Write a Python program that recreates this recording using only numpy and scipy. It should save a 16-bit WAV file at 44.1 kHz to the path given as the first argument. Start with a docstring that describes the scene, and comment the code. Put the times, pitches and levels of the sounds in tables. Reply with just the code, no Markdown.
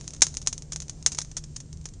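"""Steel wool burns in tongs over a metal bucket on a wooden deck at night.
From the start: low rumble, wavering hum, faint whine; over them the wool's hiss, flame rush and ticks.
Sharp cracks follow at once, many trailing a few ms of sputter; bucket, deck and railing scatter each
into a short bright tail. The loudest, near 0.2, 0.5 and 1.1 s, overload the microphone.
After 1.2 s the flame rush drops; the last cracks are weak."""
import sys
import numpy as np
from scipy import signal
from scipy.fft import rfft, irfft
from scipy.io import wavfile

SR = 44100
rng = np.random.default_rng(int(sys.argv[2]) if len(sys.argv) > 2 else 0)


def bounce(signal):
    """Save signal as a 16-bit WAV file at the path given by the first command-line argument."""
    frames = np.transpose(np.atleast_2d(signal))
    limited = np.clip(frames, -1, 1)
    pcm = np.round(limited * 32767).astype(np.int16)
    wavfile.write(sys.argv[1], SR, pcm)


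N = 88200

# rumble spectrum: f/Hz, level/dB
RUMBLE_SHAPE = [(12, -19.5), (22, 0), (40, 2), (70, -2), (100, -5), (135, -3.5), (190, -11.5), (250, -15.5),
                (375, -22), (520, -30.5), (1100, -40.5), (3000, -45.5), (10000, -58.5)]
# distant hum: f/Hz, width/Hz, level/dB
HUM_TONES = [(73.7, 7, -51), (151.7, 5.34, -48)]
# hum swell: t/s, gain/dB
HUM_SWELL = [(0, -2), (.3, 1), (.58, -2.5), (.78, 2.5), (.88, -1.5), (1.2, 3.5), (1.32, -8.5), (1.44, 2),
             (1.68, 0), (1.85, 4.5), (1.93, -10.5)]
# whine: f/Hz, width/Hz, level/dB
WHINE_TONES = [(7560, 78, -71.5), (8400, 90, -74.5)]
# vigour of the burning, scales hiss and ticks: t/s, gain/dB
VIGOUR = [(0, 3.5), (.35, -4), (.55, -5.5), (.68, -6), (.8, -3), (1.0, -3), (1.2, -0.5), (1.35, -6),
          (1.55, -3.5), (1.7, -8), (2, -7.5)]
# hiss spectrum: f/Hz, level/dB
HISS_SHAPE = [(500, -23), (1500, -18.5), (3500, -13), (4900, -7), (6300, -1.5), (7200, -4), (8000, -14.5),
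              (9400, -14.5), (10500, -36)]
# flame rush spectrum: f/Hz, level/dB
FLAME_SHAPE = [(80, -9), (230, 0.5), (450, -5), (900, -17.5), (2000, -32), (6000, -51)]
# flame rush swell: t/s, gain/dB
FLAME_SWELL = [(0, 1), (.4, -1.5), (.85, -3), (1.15, 1.5), (1.35, -10.5), (1.6, -9.5), (2, -11)]
# spectrum of a crack or tick: f/Hz, level/dB
CRACK_SHAPE = [(100, -22.5), (250, -22), (500, -17), (1000, -16.5), (2000, -16.5), (3000, -14.5),
               (4000, -10), (4900, -7.5), (5550, -1.5), (6500, 2), (7250, -3.5), (8050, -12.5),
               (8900, -10.5), (9700, -17), (10600, -36.5)]
# pops: t/s, click level/dB, sputter re click/dB, sputter length/s, low body gain/dB
POP_EVENTS = [ (0.0114, -28, -9, 0.0018, 11), (0.043, -33.5, -7, 0.0025, 5), (0.0787, -16, -12, 0.0023, -5),
              (0.1068, -26.5, -6, .002, 1), (0.1357, -26.5, 2.5, 0.0059, 3), (0.148, -30.5, -2, .002, 7),
              (0.1647, -34, 3, .004, 4), (0.209, -25, -12, 0.0023, -12), (.2196, 1, 9.5, 0.0059, 1.5),
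              (.2677, -14, -4.5, 0.0027, 5.5), (0.285, -28, -12, .002, 1), (.3420, -24.5, -2, .002, -4),
              (.3499, -24.5, -14, 0.0022, 1), (.3700, -11, -4, 0.0015, -8), (0.4164, -28.5, 4, 0.0063, 2),
              (.4273, -30, -8, .002, -1), (0.462, -33, -7, .003, 2), (.4646, -24, -22, .002, 7),
              (0.473, 0, -9, 0.0018, -1), (.5285, -16, -5, 0.0025, 3.5), (0.5314, -19, 0, 0.00083, 1),
              (.5796, -20, -7, 0.0015, -13), (0.6224, -25, -8, 0.0035, 2), (0.7204, -30, 1, .002, 4),
              (0.7221, -16.5, -2, 0.0053, 4), (0.7319, -23, 5.5, 0.0056, -3),
              (0.761, -13.5, -12, 0.0022, 4.5), (0.8028, -18.5, -6, 0.0022, -6),
              (.8205, -24.5, 2.5, 0.0061, 3), (.8828, -28, -7, 0.0025, 2), (0.8964, -17, -3.5, 0.0034, 0.5),
              (1.0265, -30, 1, .002, -1), (1.0625, -1, 0.5, 0.0036, 1.5), (1.0631, -2.5, -12, 0.006, 2),
              (1.1190, -20, 5, .008, 0.5), (1.1313, -23.5, -2.5, .004, 0), (1.1484, -20.5, -1.5, 0.0056, 1),
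              (1.1723, -37, 9, 0.0055, 3), (1.1823, -23, -3, 0.0044, -2), (1.1864, -13, 2, 0.0018, 9),
              (1.1882, -17.5, 6.5, 0.0022, 4.5), (1.2057, -25, 2, .002, 1), (1.2163, -19.5, 4, 0.0068, -7),
              (1.2483, -31, -8, 0.0022, 9), (1.3150, -32.5, 3.5, 0.0046, 7), (1.3677, -19.5, 9, 0.013, 1.5),
              (1.4392, -30, 4.5, 0.0054, 3), (1.5621, -26.5, 1, 0.0021, -3), (1.5644, -21, 3, 0.0053, -2.5),
              (1.603, -29.5, 6, 0.0059, 0), (1.7293, -28.5, -5.5, 0.0018, 1.5),
              (1.773, -36.5, -16.5, 0.0024, 1.5), (1.813, -41, 2.5, .004, 0), (1.8425, -43, 0, 0.0035, 3),
              (1.8560, -21, -0.5, 0.006, 8), (1.8884, -32, -0.5, 0.0036, -3),
              (1.9370, -40.5, 7, 0.0062, -3.5)]
# scattered sound re direct: f/Hz, gain/dB
SCATTER_SHAPE = [(200, -4), (1000, -2.5), (3000, -2), (5000, -2), (6400, 0), (8000, -1), (10000, -1)]

RUMBLE_DB, HISS_DB, FLAME_DB = -44.5, -57.5, -56
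HUM_FLUTTER_DB, HUM_FLUTTER_HZ = 1.5, 9.6
TICKS_PER_S, TICK_DB, TICK_SPREAD_DB = 68, -53, 4
SPUTTER_PER_S, SPUTTER_SPREAD_DB, SPUTTER_DELAY_S = 5000, 2.5, .0003
BODY_EDGE_HZ, CUTOFF_HZ = 1400, 10600


def from_db(db):
    """Decibels to gain."""
    return 10 ** (np.asarray(db) / 20)


def unit_rms(x):
    """Scale to rms 1."""
    return x / np.sqrt(np.mean(x ** 2) + 1e-20)


def unit_energy(x):
    """Scale to the energy of a unit click."""
    return x / np.sqrt(np.sum(x ** 2) + 1e-20)


def envelope(points):
    """Gain per sample from (t/s, gain/dB) points."""
    return from_db(np.interp(np.arange(N) / SR, *np.transpose(points)))


def bin_gains(shape, size):
    """Gain per FFT bin from (f/Hz, level/dB) points."""
    hz, db = np.transpose(shape)
    return from_db(np.interp(np.log(np.fft.rfftfreq(size, 1 / SR) + 1), np.log(hz), db))


def response(shape, size=2048):
    """Minimum-phase impulse response of a spectrum."""
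    cepstrum = irfft(np.log(bin_gains(shape, size)))
    cepstrum[1:size // 2] *= 2
    cepstrum[size // 2 + 1:] = 0
    return irfft(np.exp(rfft(cepstrum)))


def convolve(x, impulse):
    """Convolution cut to N samples."""
    return signal.fftconvolve(x, impulse)[:N]


def noise(shape):
    """Coloured noise, rms 1."""
    return unit_rms(irfft(rfft(rng.standard_normal(N)) * bin_gains(shape, N), N))


def drift(rate_hz):
    """Random wander, rms 1."""
    hz = np.fft.rfftfreq(N, 1 / SR)
    lowpass = (hz > 0) / (1 + (hz / rate_hz) ** 2)
    return unit_rms(irfft(rfft(rng.standard_normal(N)) * lowpass, N))


def wavering_tone(hz, width_hz):
    """Sine with randomly wandering pitch."""
    pitch_hz = hz + width_hz / 2 * drift(width_hz)
    return np.sin(2 * np.pi * np.cumsum(pitch_hz) / SR)


def rumble():
    """Steady low outdoor noise."""
    return from_db(RUMBLE_DB) * noise(RUMBLE_SHAPE)


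def hum():
    """Two distant low tones, wavering in pitch and level."""
    tones = np.zeros(N)
    for hz, width_hz, db in HUM_TONES:
        tone = wavering_tone(hz, width_hz)
        flutter = from_db(HUM_FLUTTER_DB * drift(HUM_FLUTTER_HZ))
        tones += from_db(db) * unit_rms(tone * flutter)
    return envelope(HUM_SWELL) * tones


def whine():
    """Two faint high tones at steady level."""
    return sum(from_db(db) * unit_rms(wavering_tone(hz, width_hz)) for hz, width_hz, db in WHINE_TONES)


def hiss():
    """Bright noise of the glowing wool; follows its vigour."""
    return from_db(HISS_DB) * envelope(VIGOUR) * noise(HISS_SHAPE)


def flame():
    """Soft low rush of the flame."""
    return from_db(FLAME_DB) * envelope(FLAME_SWELL) * noise(FLAME_SHAPE)


def ticks():
    """Tiny sparks snap at random: one impulse each."""
    sizes = from_db(TICK_DB + TICK_SPREAD_DB * np.minimum(rng.exponential(1, N), 3))
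    fires = rng.random(N) < TICKS_PER_S / SR
    return envelope(VIGOUR) * fires * rng.choice([-1, 1], N) * sizes


def pops(size=2048):
    """One click plus a run of smaller bursts per pop. Returns impulses and low body gain."""
    clicks, body_gain = np.zeros(N + SR), np.ones(N)
    t = np.arange(size) / SR
    for onset_s, click_db, sputter_db, sputter_s, body_db in POP_EVENTS:
        sizes = rng.choice([-1, 1], size) * from_db(SPUTTER_SPREAD_DB * rng.standard_normal(size))
        fires = rng.random(size) < SPUTTER_PER_S / SR
        fade = (t > SPUTTER_DELAY_S) * np.exp(-(t / sputter_s) ** 2)
        pop = from_db(sputter_db) * unit_energy(fires * sizes * fade)
        pop[0] += 1  # leading click
        start = int(onset_s * SR)
        clicks[start:start + size] += from_db(click_db) * pop
        body_gain[start:] = from_db(body_db)  # held until the next pop
    return clicks[:N], body_gain


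def reflections(clicks, gain_db, t60_s, delay_s):
    """Diffuse echo: each click's energy returns after a delay as decaying noise."""
    t = np.arange(SR // 2) / SR
    decay = unit_energy((t > delay_s) * np.exp(-np.log(1000) * t / t60_s))
    power = np.abs(convolve(clicks ** 2, decay ** 2))
    return from_db(gain_db) * np.sqrt(power) * rng.standard_normal(N)


def burning_wool():
    """Hiss and flame under ticks and echoing pops, both coloured as cracks."""
    clicks, body_gain = pops()
    near = reflections(clicks, gain_db=-7, t60_s=.07, delay_s=.0016)  # bucket, deck
    far = reflections(clicks, gain_db=-27, t60_s=.49, delay_s=.018)  # railing, walls
    clicks += convolve(near + far, response(SCATTER_SHAPE))
    lows = signal.lfilter(*signal.butter(1, BODY_EDGE_HZ, fs=SR), clicks)
    clicks += (body_gain - 1) * lows  # low shelf
    crack = response(CRACK_SHAPE)
    crack /= np.abs(crack).max()
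    return hiss() + flame() + convolve(ticks() + clicks, crack)


def scene():
    """Burning wool over the night background, mono."""
    return (burning_wool() + hum() + whine() + rumble())[None]


def record(dry):
    """Microphone overload soft-clips the loudest pops; a steep low-pass follows."""
    lowpass = signal.ellip(10, .2, 80, CUTOFF_HZ, fs=SR, output="sos")
    return signal.sosfilt(lowpass, np.tanh(dry))


dry = scene()
out = record(dry)
bounce(out)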